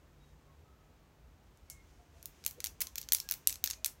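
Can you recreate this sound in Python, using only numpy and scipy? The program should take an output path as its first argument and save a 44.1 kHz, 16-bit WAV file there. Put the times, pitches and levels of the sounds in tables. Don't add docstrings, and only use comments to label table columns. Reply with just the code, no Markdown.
import sys
import numpy as np
from scipy import signal
from scipy.fft import rfft, irfft
from scipy.io import wavfile

SR = 44100
rng = np.random.default_rng(int(sys.argv[2]) if len(sys.argv) > 2 else 0)


def unload_wav(signal):
    wavfile.write(
        sys.argv[1],
        SR,
        np.round(np.clip(np.atleast_2d(signal).T, -1, 1) * 32767).astype(np.int16),
    )


N = 176400

# start in seconds, then clack, click, snap and sizzle levels in dB before trim.
TAPS = [(1.5734, -84, -64, -63.5, -77), (1.6999, -74, -43.5, -38.5, -51), (1.7037, -64, -66, -52, -59),
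        (2.2278, -63, -49.5, -46, -49), (2.2573, -57, -40.5, -37, -34.5), (2.44, -53, -45, -53, -56),
        (2.4497, -55, -42, -40.5, -55), (2.4635, -36.5, -27.5, -24.5, -23.5), (2.478, -63, -38.5, -37, -40),
        (2.5105, -62, -45.5, -44.5, -43), (2.6038, -44.5, -36, -38, -44), (2.6422, -39, -27.5, -29, -29.5),
        (2.6497, -51, -39, -32, -39), (2.6602, -43, -34.5, -39, -37), (2.6692, -47.5, -33.5, -35.5, -47),
        (2.8055, -44, -35.5, -31, -32), (2.809, -51, -35.5, -38, -46), (2.812, -44, -44, -40, -27),
        (2.816, -36, -31.5, -33, -33), (2.8179, -40, -34, -26.5, -30), (2.8206, -43, -29.5, -28.5, -41),
        (2.8702, -52.5, -36.5, -41, -47), (2.9569, -43.5, -34.5, -37.5, -35), (2.9775, -55, -45, -52, -48),
        (2.9809, -42, -33, -38, -31), (2.9832, -48.5, -33, -36, -38), (3.0146, -58, -40, -38.5, -41),
        (3.029, -56, -44, -59, -58), (3.0374, -64, -47.5, -63, -68), (3.088, -47, -35.5, -41, -47),
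        (3.1217, -32.5, -18.5, -20.5, -21), (3.1333, -40.5, -31, -19.5, -15.5),
        (3.1481, -37.5, -23.5, -20, -27), (3.1697, -66, -42, -42, -45), (3.1852, -54, -40, -50, -52),
        (3.201, -48, -29, -32.5, -36), (3.2891, -42.5, -33, -39.5, -37), (3.2993, -57, -41, -41, -46),
        (3.3116, -37.5, -28.5, -27.5, -21.5), (3.3217, -40.5, -30, -30, -32.5),
        (3.3389, -46, -39, -37.5, -36.5), (3.4726, -36, -19.5, -12.5, -28.5), (3.4906, -53, -44, -50, -43),
        (3.4956, -43.5, -32.5, -36, -37), (3.5047, -48, -37, -41, -37), (3.5264, -48, -35, -38, -35.5),
        (3.541, -58, -42, -47, -64), (3.5568, -52, -40.5, -43.5, -51), (3.6404, -35, -23, -26.5, -19.5),
        (3.6603, -44, -34, -33, -32), (3.6745, -40, -27.5, -36, -46), (3.6915, -59, -54, -55, -56.5),
        (3.7006, -43, -35, -39, -42.5), (3.703, -60, -34.5, -32.5, -40), (3.7099, -42.5, -27.5, -32, -42),
        (3.7331, -49.5, -39.5, -51, -53), (3.7375, -52, -44, -62, -68), (3.846, -37.5, -23.5, -25.5, -28.5),
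        (3.8598, -39, -31, -24, -35.5), (3.8627, -45.5, -35, -28, -30), (3.88, -57, -43.5, -47, -50)]
REGISTERS_HZ = [(1250, 3200), (3800, 7500), (7500, 12500), (12500, 16500)]
REGISTER_TRIM_DB = [0.13, 0.37, 0.12, 1.2]
# frequency in Hz, relative level in dB, 60 dB decay time in seconds.
NAIL_MODES = [(1720, -9, .005), (2315, 8, 0.0068), (3085, -1, 0.0079), (4430, -1.5, .0035),
              (6150, 6, 0.0075), (9400, -9.5, .0025), (11800, 6, 0.003), (11860, 5, 0.004),
              (14600, 3.5, .002)]
# frequency in Hz, energy against direct sound in dB, 60 dB decay in seconds.
ROOM_TAIL = [(600, 1.5, 0.17), (1000, -1.5, 0.46), (1500, -7, 0.2), (2400, -8, 0.2), (4100, -11, 0.17),
             (6900, -8.5, 0.18), (10300, -10.5, 0.17), (15000, -11.5, .18)]
# frequency in Hz, relative density in dB.
SLIDE_SPECTRUM = [(2000, -14), (3600, -12), (4600, -10), (6500, 3.5), (9500, -3), (12000, -13), (15500, -9)]
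# time in seconds, level in dB.
RUSTLE_ENVELOPE = [(0, -90), (.17, -87), (.27, -76), (.38, -87), (1.35, -93), (1.47, -82), (1.62, -80.5),
                   (1.9, -73), (2.1, -79.5), (2.18, -70.5), (2.3, -71.5), (2.42, -69), (2.75, -74.5),
                   (3.3, -68), (4, -76.5)]
# frequency in Hz, relative density in dB.
RUSTLE_SPECTRUM = [(1000, -6), (2800, -3), (4500, -8), (6300, -3), (9000, -12.5), (15000, -18)]
# start in seconds, length in seconds, pitch in Hz, level in dB before the swell.
WHISTLES = [(.2, 0.163, 3770, -80), (0.385, 0.22, 1092, -76.5), (.63, 0.35, 1284, -75),
            (1.02, 0.11, 1130, -77), (1.676, .19, 2160, -66.5), (1.92, 0.21, 705, -72.5),
            (2.131, 0.16, 664, -72.5), (3.22, .13, 1635, -67.5), (3.753, 0.17, 628, -72),
            (3.75, 0.122, 2450, -75.5)]
# frequency in Hz, level in dB.
HUM_TONES = [(78, -70.5), (145, -73)]
# frequency in Hz, relative density in dB.
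FLOOR_SPECTRUM = [(20, -18), (33, -9), (50, 5), (72, 2), (105, -7), (180, -11), (400, -15), (800, -20),
                  (1500, -24.5), (3000, -30.5), (5000, -34.5), (6800, -35), (10300, -43), (12500, -39.5),
                  (15500, -40)]

PITCH_SPREAD, CRACK_DB = 0.088, 5
SCUFF_DB, SCUFF_T60_S = -22.5, 0.012
REBOUND_S, REBOUND_SPREAD, REBOUND_DB = .0012, .18, -7.5
FINGER_HZ, FINGER_DB = (400, 1123), -18


def tap(levels_db, filters, size=600):
    t = np.arange(size) / SR
    force = from_db(SCUFF_DB - 60 * t / SCUFF_T60_S) * rng.standard_normal(size)
    force[0] += 1
    rebound_s = REBOUND_S * np.exp(REBOUND_SPREAD * rng.normal())
    force[int(np.clip(rebound_s * SR, 1, size - 1))] += from_db(REBOUND_DB + 2 * rng.normal())
    response = np.zeros(size)
    for hz, db, t60 in NAIL_MODES:
        pitch = hz * np.exp(PITCH_SPREAD * rng.normal())
        decay = from_db(db + 2 * rng.normal() - 60 * t / t60)
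        response += decay * np.cos(2 * np.pi * pitch * t) / len(NAIL_MODES)
    response[0] += from_db(CRACK_DB)
    vibration = np.convolve(force, response)[:size]
    out = np.zeros(size)
    for sos, db in zip(filters, [levels_db[0] + FINGER_DB, *np.add(levels_db, REGISTER_TRIM_DB)]):
        part = signal.sosfilt(sos, vibration)
        out += from_db(db) * part / np.sqrt(np.sum(part ** 2) * 1000 / SR)
    return out


def nails():
    filters = [band_pass(3, edges) for edges in [FINGER_HZ, *REGISTERS_HZ]]
    out = np.zeros(N)
    for start, *levels_db in TAPS:
        add(out, start, tap(levels_db, filters))
    return out


def room(x, onset_s=0.00056, build_s=.002):
    t = np.arange(SR // 3) / SR
    build = 1 - np.exp(-np.maximum(t - onset_s, 0) / build_s)
    echoes = rng.standard_normal((2, len(t)))
    edges = np.geomspace(400, 18000, 12)
    response = 0
    for k, (low, high) in enumerate(zip(edges, edges[1:])):
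        hz = np.sqrt(low * high)
        decay = from_db(-60 * t / at_hz(ROOM_TAIL, hz, column=2))
        tail = signal.sosfilt(band_pass(2, [low, high]), echoes[k % 2]) * build * decay
        tail *= np.sqrt(2 * (high - low) / SR / np.sum(tail ** 2))
        response = response + from_db(at_hz(ROOM_TAIL, hz)) * tail
    return signal.fftconvolve(x, response)[:N]


def reflections(walls=3):
    return sum(room(nails()) for _ in range(walls)) / np.sqrt(walls)


def slide(start_s=1.702, db=-50, t60_s=0.17):
    t = np.arange(N) / SR - start_s
    return (t > 0) * from_db(db - 60 * np.abs(t) / t60_s) * coloured_noise(SLIDE_SPECTRUM)


def rustle():
    times, db = np.transpose(RUSTLE_ENVELOPE)
    return from_db(np.interp(np.arange(N) / SR, times, db)) * coloured_noise(RUSTLE_SPECTRUM)


def whistles(fall_share=.025, rise_share=0.25):
    out = np.zeros(N)
    for start, length, hz, db in WHISTLES:
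        progress = np.linspace(0, 1, int(length * SR))
        swell = np.sqrt(2 * np.interp(progress, [0, rise_share, 1], [0, 1, 0]) * (1 - progress))
        pitch = hz * (1 + fall_share * (.5 - progress))
        add(out, start, from_db(db) * swell * wavering(pitch, width_hz=16))
    return out


def bump(start_s=2.56, length_s=.055, hz=429, db=-58.5):
    out = np.zeros(N)
    swell = np.hanning(int(length_s * SR))
    add(out, start_s, from_db(db) * swell * wavering(np.full(len(swell), hz), width_hz=100))
    return out


def background(floor_db=-61.5):
    floor = from_db(floor_db) * coloured_noise(FLOOR_SPECTRUM)
    hum = sum(from_db(db) * wavering(np.full(N, hz), width_hz=3.4) for hz, db in HUM_TONES)
    return floor + hum


def wavering(hz, width_hz):
    white = rng.standard_normal((2, len(hz) + SR // 2))
    low_pass = signal.butter(2, width_hz, fs=SR, output="sos")
    in_phase, quadrature = signal.sosfilt(low_pass, white)[:, SR // 2:]
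    phase = 2 * np.pi * np.cumsum(hz) / SR
    return rms_one(in_phase * np.cos(phase) + quadrature * np.sin(phase))


def coloured_noise(spectrum):
    hz = np.maximum(np.fft.rfftfreq(N, 1 / SR), 1)
    gain = from_db(at_hz(spectrum, hz)) * hz / np.hypot(hz, 20)
    return rms_one(irfft(rfft(rng.standard_normal(N)) * gain, N))


def from_db(db):
    return 10 ** (np.asarray(db) / 20)


def rms_one(x):
    return x / np.sqrt(np.mean(np.abs(x) ** 2) + 1e-20)


def at_hz(table, hz, column=1):
    table = np.array(table)
    return np.interp(np.log(hz), np.log(table[:, 0]), table[:, column])


def band_pass(order, edges_hz):
    return signal.butter(order, edges_hz, "band", fs=SR, output="sos")


def add(out, start_s, x):
    i = int(np.clip(start_s * SR, 0, N - 1))
    out[i:i + len(x)] += x[:N - i]


def scene():
    return (nails() + reflections() + slide() + rustle() + whistles() + bump() + background())[None]


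def record(dry, cutoff_hz=15800):
    return signal.sosfilt(signal.ellip(10, .2, 75, cutoff_hz, fs=SR, output="sos"), dry)


dry = scene()
out = record(dry)
unload_wav(out)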